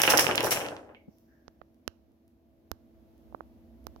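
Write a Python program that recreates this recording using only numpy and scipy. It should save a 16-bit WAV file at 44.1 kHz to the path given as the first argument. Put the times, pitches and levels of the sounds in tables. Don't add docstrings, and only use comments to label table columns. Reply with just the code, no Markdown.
import sys
import numpy as np
from scipy import signal
from scipy.fft import rfft, irfft
from scipy.io import wavfile

SR = 44100
rng = np.random.default_rng(int(sys.argv[2]) if len(sys.argv) > 2 else 0)


def unload_wav(signal):
    wavfile.write(
        sys.argv[1],
        SR,
        np.round(np.clip(np.atleast_2d(signal).T, -1, 1) * 32767).astype(np.int16),
    )


N = 176400

# freq_hz, level_db
AIR_SPECTRUM = [(15, -59.5), (30, -21.5), (60, -9), (82, -5.5), (117, -12), (190, -14.5), (223, -2.5),
                (326, -12.5), (405, -16.5), (600, -16.5), (1230, -33), (6000, -43.5), (8500, -52.5),
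                (12900, -39), (16000, -47)]
# freq_hz, likeness
AIR_LIKENESS = [(30, 0.99), (100, 1), (300, 0.9), (700, 0.095), (2000, 0.037), (16000, 0)]
# freq_hz, pan_db
AIR_PAN = [(50, 6.5), (300, -5), (1000, -1), (12000, 1)]
# time_s, level_db
BED_SWELL = [(0, -66), (1.0, -63), (1.599, -63.5), (2.4, -65.5), (2.898, -61), (3.3, -58), (3.699, -59),
             (4, -56)]
# time_s, level_db
RUMBLE_SWELL = [(1.3, -77.5), (2.2, -73), (2.8, -69), (3.3, -61), (3.801, -56.5)]
# pitch_hz, width_hz, level_db
HUM_RESONANCES = [(232.6, 15, -9), (256.5, 49, -14.5), (655, 37, -16)]
# start_s, level_db
SPIN_TICKS = [(1.185, -45.5), (1.745, -53), (2.119, -57), (2.28, -49), (3.18, -51.5), (3.843, -47)]
# start_s, pitch_hz, width_hz, level_db, rise_s, decay_s
FAINT_SOUNDS = [(0.948, 2774, 704, -62, 0.00098, 0.031), (0.951, 2216, 199, -60.5, .004, 0.048),
                (1.078, 235.4, 159.7, -41, 0.0067, 0.006), (1.08, 5610, 1515, -82, 0.039, 0.28),
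                (1.08, 13900, 2467, -78, 0.1, 0.12), (1.249, 1680, 300, -71.5, 0.074, 0.12)]
# freq_hz, t60_s
ROOM_DECAY = [(150, 0.66), (500, 0.67), (1500, 0.24), (5000, 0.4), (9000, .43), (15000, 0.29)]
# freq_hz, likeness
RING_LIKENESS = [(100, 1), (350, 0.93), (700, 0.67), (1500, 0.3), (16000, 0.13)]
# freq_hz, pan_db
RING_PAN = [(100, 4.5), (400, 3.5), (1000, -2), (2500, -0.5), (5500, -1), (8000, 5.5), (12000, -2)]
# start_s, level_db, low_cut_hz, high_cut_hz, edge_db, edge_cut_hz, thud_db
HANDLING_TAPS = [(1.4807, -17.5, 149.5, 1511, -10, 5970, -15), (1.615, -21.5, 330, 1580, -22, 3520, -12.5),
                 (1.6166, -18, 400, 1610, -19, 3544, -13), (1.878, -2.5, 263, 2908, -5.5, 11900, -11.5),
                 (1.8787, -9.5, 900, 2960, -9, 9100, -26), (2.716, -5.5, 120.1, 1502, -5, 15940, -2.5),
                 (3.325, -22, 300.6, 1000, -23.5, 3004, -14), (3.347, -6, 693, 1280, -33.5, 3480, -22),
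                 (3.4069, -10, 723, 1473, -34, 3480, -22), (3.8687, -10, 251.6, 1325, -6.5, 16050, -17),
                 (3.962, -20.5, 247, 1231, -17, 5980, -8)]
# freq_hz, level_db
EDGE_SPECTRUM = [(300, 5), (1100, 18), (2400, 12.5), (3300, 14), (4300, 16), (6000, 18), (9000, -1.5),
                 (12000, 16), (15000, 16.5), (17000, -37)]
# freq_hz, level_db
WOOD_SPECTRUM = [(40, -25.5), (110, -3.5), (190, -8), (320, -1), (550, 4), (850, -1), (1150, -3.5),
                 (1650, 1.5), (2200, -0.5), (3000, 5), (3800, -3.5), (9000, -12)]
# freq_hz, t60_s
WOOD_DECAY = [(100, 0.073), (500, 0.07), (1200, 0.13), (3000, 0.13), (8000, 0.022)]
# pitch_hz, level_db, t60_s
TABLE_MODES = [(129.5, -10.5, 0.28), (305, 3, 0.26), (382.3, -2, 0.083), (418, -2.5, 0.037),
               (543.6, 1, 0.559), (632, -2, 0.15), (730, -4, 0.2), (829.3, 4, 0.17), (851, 2.5, 0.16),
               (1001, -4.5, .15), (1466, -2.5, 0.043), (1566, -7.5, 0.11)]
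# start_s, level_db, brightness_hz, ring_db, pan_db
LANDINGS = [(.0011, -9.5, 2820, 10, -8.5), (0.0362, 2.5, 3100, 1, -6), (.0528, -2.5, 3400, -1, 6),
            (0.0770, 4, 3030, 3.5, -7), (0.0867, -6, 1920, 4, -2), (0.1074, 0, 2300, 1, -2),
            (0.122, 0, 2700, -11, -10.5), (.1366, 2.5, 1460, 7, -4.5), (0.1687, -4.5, 2170, -10, -7),
            (0.1882, 1, 2340, 6.5, -2), (0.2439, -3.5, 2010, -2.5, 3), (0.2674, -1, 3260, -10, -13.5),
            (0.2824, -8, 3100, -6, 7.5), (0.2899, -5.5, 1220, 9, 5), (0.3121, -3, 3270, -1.5, -8.5),
            (0.3505, -11, 2870, -8, -17), (.3788, 2.5, 4840, -1.5, -4.5), (.393, -10.5, 796, 5, 8.5),
            (0.4071, -3, 3400, -2.5, -3), (0.4337, -12, 880, 13, 0), (0.4467, -11, 935, 10, -12),
            (0.4696, -9, 1610, 6.5, 11), (0.486, -18, 2450, -4, 5), (0.5168, -4, 2750, 1, -2),
            (0.525, -4, 2410, 1, -2.5), (0.6639, -19.5, 6100, -15, -9), (.6862, -16, 6120, -5, -5),
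            (0.7662, -24, 5970, -6.5, -3.5), (0.9478, -29, 2960, -8, -8)]
# start_s, level_db
BOUNCE_RUNS = [(.5604, -10.5), (0.6041, -13), (0.6462, -17.5)]
# time_s, level_db
ROCKING_LEVEL = [(0, -25), (0.201, -20.5), (0.332, -23.5), (.46, -22.5), (0.581, -22.5), (.68, -26),
                 (.77, -30.5), (.8, -42.5), (0.918, -42), (0.972, -63)]
# freq_hz, level_db
METAL_SPECTRUM = [(200, -22), (1500, -7.5), (3000, -5), (4300, -9.5), (5200, -6.5), (6100, -7),
                  (6800, -7.5), (9000, -9), (11000, -3.5), (13000, -6), (15500, -8), (17000, -18.5)]
# freq_hz, pan_db
SNAP_PAN = [(3000, -3.5), (5500, -3.5), (8200, 8), (11000, 1.5)]
# start_s, level_db, chatter_db, pan_db
MAGNET_SNAPS = [(0, -17, 10.5, -0.5), (0.0178, 5, -12, 1), (0.033, -8, 3.5, -8), (0.065, -12.5, 9.5, 1),
                (0.094, -11, 5.5, -3.5), (0.0997, -4.5, 12, -1.5), (0.12, -8, -2.5, -0.5),
                (0.1739, 4.5, -14, -4.5), (0.1793, 4, -13, -5.5), (0.1941, 4, -1.5, 2.5),
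                (0.2073, -3.5, 3, 2.5), (0.356, -4.5, -18, -1.5), (0.375, -18.5, -12, 5),
                (.406, -11.5, -19, -7), (0.43, -12.5, -14, 5), (.439, -12.5, -14, -7.5),
                (0.444, -9, -1, -4), (0.4537, -15, 4.5, 5), (0.4626, -11, 2, -2), (0.5078, -7.5, 8, 4),
                (0.5187, -9.5, 12.5, 0.5)]

RIGHT_LAG_S, CUTOFF_HZ = 0.00018, 16500
ROOM_WOOD_DB, ROOM_METAL_DB, ROOM_TAP_DB, ROOM_TAP_CUT_HZ = -11.5, -6.5, -28, 3770


def amp(db):
    return 10 ** (np.asarray(db) / 20)


def unit(x):
    return x / np.sqrt(np.mean(np.sum(x ** 2, -1)) + 1e-20)


def read(points, hz):
    f, value = np.transpose(points)
    return np.interp(np.log(hz + 1), np.log(f), value)


def swell(points):
    return amp(np.interp(np.arange(N) / SR, *np.transpose(points)))


def add(mix, start_s, sound):
    part = mix[..., max(round(start_s * SR), 0):][..., :sound.shape[-1]]
    part += sound[..., :part.shape[-1]]


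def sides(pan_db):
    return amp(np.array([[pan_db], [-pan_db]]) / 2)


def lowpass(x, hz, order):
    return signal.sosfilt(signal.butter(order, min(hz, .4 * SR), fs=SR, output="sos"), x)


def highpass(x, hz):
    return signal.lfilter(*signal.butter(1, hz, "high", fs=SR), x)


def through(x, response):
    return signal.fftconvolve(np.atleast_2d(x), np.atleast_2d(response), axes=1)[:, :x.shape[-1]]


def click(spectrum, size=4096):
    log_gain = np.log(amp(read(spectrum, abs(np.fft.fftfreq(size, 1 / SR)))))
    minimum_phase = np.exp(np.conj(signal.hilbert(log_gain)))
    return unit(np.fft.ifft(minimum_phase).real)


def arrival(size=8192):
    x = np.zeros((2, size))
    x[0, 0] = x[1, round(RIGHT_LAG_S * SR)] = 1
    return x


def noise_band(hz, width_hz):
    f = np.fft.rfftfreq(N, 1 / SR)
    spectrum = rfft(rng.standard_normal((2, N))) / (1 + (2 * (f - hz) / width_hz) ** 2)
    return unit(irfft(spectrum, N)) * np.sqrt(N)


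def ringing(decay, size=8192):
    hz, t, (left, other) = signal.stft(rng.standard_normal((2, size)), SR, nperseg=256)
    hz = hz[:, None]
    likeness, pan = read(RING_LIKENESS, hz), amp(read(RING_PAN, hz) / 2)
    right = likeness * left + np.sqrt(1 - likeness ** 2) * other
    bands = np.array([left * pan, right / pan]) * amp(-60 * t / read(decay, hz))
    return signal.istft(bands, SR)[1][:, :size]


def room_air(level_db=-1):
    f = np.fft.rfftfreq(N, 1 / SR)
    left, other = rfft(rng.standard_normal((2, N)))
    likeness = read(AIR_LIKENESS, f)
    right = likeness * left + np.sqrt(1 - likeness ** 2) * other
    colour = amp(read(AIR_SPECTRUM, f) + np.outer([1, -1], read(AIR_PAN, f)) / 2)
    return amp(level_db) * unit(irfft(np.array([left, right]) * colour, N)) * np.sqrt(N)


def rumble():
    return noise_band(hz=66.6, width_hz=13) * sides(-1.5) * swell(RUMBLE_SWELL)


def room_echo(x, onset_s=.008):
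    response = ringing(ROOM_DECAY, size=40000)
    t = np.arange(response.shape[1]) / SR
    build_up = 1 - np.exp(-(t / onset_s) ** 2)
    return through(x, unit(response * build_up))


def faint_sounds():
    out, t = np.zeros((2, N)), np.arange(N) / SR
    for start_s, hz, width_hz, db, rise_s, decay_s in FAINT_SOUNDS:
        envelope = np.minimum(t / rise_s, 1) * np.exp(-np.maximum(t - rise_s, 0) / decay_s)
        add(out, start_s, amp(db) * noise_band(hz, width_hz) * envelope)
    return out


def spin_hum(tone_hz=329.4, tone_db=-6, waver_hz=1.5):
    resonances = sum(amp(db) * noise_band(hz, width_hz)[0] for hz, width_hz, db in HUM_RESONANCES)
    pitch_hz = tone_hz + waver_hz * noise_band(0, width_hz=6)[0]
    tone = np.sqrt(2) * np.sin(2 * np.pi * np.cumsum(pitch_hz) / SR)
    return resonances + amp(tone_db) * tone


def spin_ticks():
    out = np.zeros((2, N))
    for start_s, db in SPIN_TICKS:
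        add(out, start_s, amp(db) * through(arrival(), click(METAL_SPECTRUM)))
    return out


def handling(softness_hz=590, thud_hz=79.2, thud_decay_s=0.0091):
    out, edge = np.zeros((2, N)), click(EDGE_SPECTRUM)
    t = np.arange(len(edge)) / SR
    pulse = np.exp(-2 * np.pi * softness_hz * t)
    thud = unit(np.sin(2 * np.pi * thud_hz * t) * np.exp(-t / thud_decay_s))
    for start_s, db, low_cut_hz, high_cut_hz, edge_db, edge_cut_hz, thud_db in HANDLING_TAPS:
        push = unit(lowpass(highpass(pulse, low_cut_hz), high_cut_hz, order=7))
        crisp = unit(lowpass(edge, edge_cut_hz, order=5))
        add(out[1], start_s, amp(db) * (push + amp(edge_db) * crisp + amp(thud_db) * thud))
    return out


def knock(db, bright_hz, ring_db, pan_db=0, ring_cut_hz=None):
    clack_hz, clack_decay_s, clack_db, modes_db = 2750, .0006, -8.5, -8.5
    hit = arrival()
    t = np.arange(hit.shape[1]) / SR
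    clack = unit(through(hit, np.cos(2 * np.pi * clack_hz * t) * np.exp(-t / clack_decay_s)))
    pulse = highpass(-hit - amp(clack_db) * clack, hz=295)
    contact = unit(lowpass(pulse, bright_hz, order=5))
    hz, mode_db, t60_s = np.transpose(TABLE_MODES)[..., None]
    modes = amp(mode_db - 60 * t / t60_s) * np.sin(2 * np.pi * hz * t)
    struck_modes = unit(rng.standard_normal(len(TABLE_MODES)) @ modes)
    dense = through(ringing(WOOD_DECAY), click(WOOD_SPECTRUM))
    ring = unit(lowpass(dense, ring_cut_hz or bright_hz, order=3)) + amp(modes_db) * struck_modes
    return amp(db) * (sides(pan_db) * contact + amp(ring_db) * ring)


def tumbling(bounce_gap_s=0.0061, bounce_loss_db=0.5):
    out = np.zeros((2, N))
    for start_s, *landing in LANDINGS:
        add(out, start_s, knock(*landing))
    for start_s, db in BOUNCE_RUNS:
        for k in range(3):
            bounce = knock(db - k * bounce_loss_db, bright_hz=2780, ring_db=0)
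            add(out, start_s + k * bounce_gap_s, bounce)
    return out


def rocking_clump(taps_per_s=120, spread_db=3):
    out = np.zeros((2, N))
    times, levels = np.transpose(ROCKING_LEVEL)
    for k, (slip, strength) in enumerate(rng.standard_normal((200, 2))):
        start_s = (k + .3 * slip) / taps_per_s
        if start_s < times[-1]:
            db = np.interp(start_s, times, levels) + spread_db * strength
            add(out, start_s, knock(db, bright_hz=1910, ring_db=11.5, ring_cut_hz=896.5))
    return out


def snaps(contact_s=0.00069, chatter_rise_s=0.0015, chatter_t60_s=.09):
    ping_hz, ping_spread, ping_decay_s = 5700, .04, 0.00062
    out, hit = np.zeros((2, N)), arrival()
    t = np.arange(hit.shape[1]) / SR
    for start_s, db, chatter_db, pan_db in MAGNET_SNAPS:
        hz = ping_hz * (1 + ping_spread * rng.uniform(-1.3, 1))
        ping = unit(np.cos(2 * np.pi * hz * t) * np.exp(-t / ping_decay_s))
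        ping_db = -5.5 + .45 * db
        grains = rng.standard_normal(hit.shape) * amp(5.0 * rng.standard_normal(len(t)))
        contact = unit(hit + 0.814 * unit(grains * t * np.exp(-t / contact_s)))
        chatter = unit(grains * amp(-60 * t / chatter_t60_s) * (1 - np.exp(-t / chatter_rise_s)))
        blows = amp(db) * sides(pan_db) * (contact + amp(chatter_db) * chatter)
        add(out, start_s, through(blows, unit(hit[0] + amp(ping_db) * ping)))
    colours = [[(hz, db + side * read(SNAP_PAN, hz) / 2) for hz, db in METAL_SPECTRUM]
               for side in (1, -1)]
    return through(out, [click(colour) for colour in colours])


def scene():
    bed = (room_air() + spin_hum()) * swell(BED_SWELL) + rumble() + faint_sounds()
    metal = snaps() + spin_ticks()
    wood = tumbling() + rocking_clump()
    taps = handling()
    dull_taps = lowpass(taps, ROOM_TAP_CUT_HZ, order=1)
    echo = room_echo(amp(ROOM_WOOD_DB) * wood + amp(ROOM_METAL_DB) * metal + amp(ROOM_TAP_DB) * dull_taps)
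    return bed + echo + taps + wood + metal


def record(dry):
    band_limit = signal.firwin(255, CUTOFF_HZ, window=("kaiser", 9), fs=SR)
    return signal.oaconvolve(np.clip(dry, -1, 1), band_limit[None], "same")


dry = scene()
out = record(dry)
unload_wav(out)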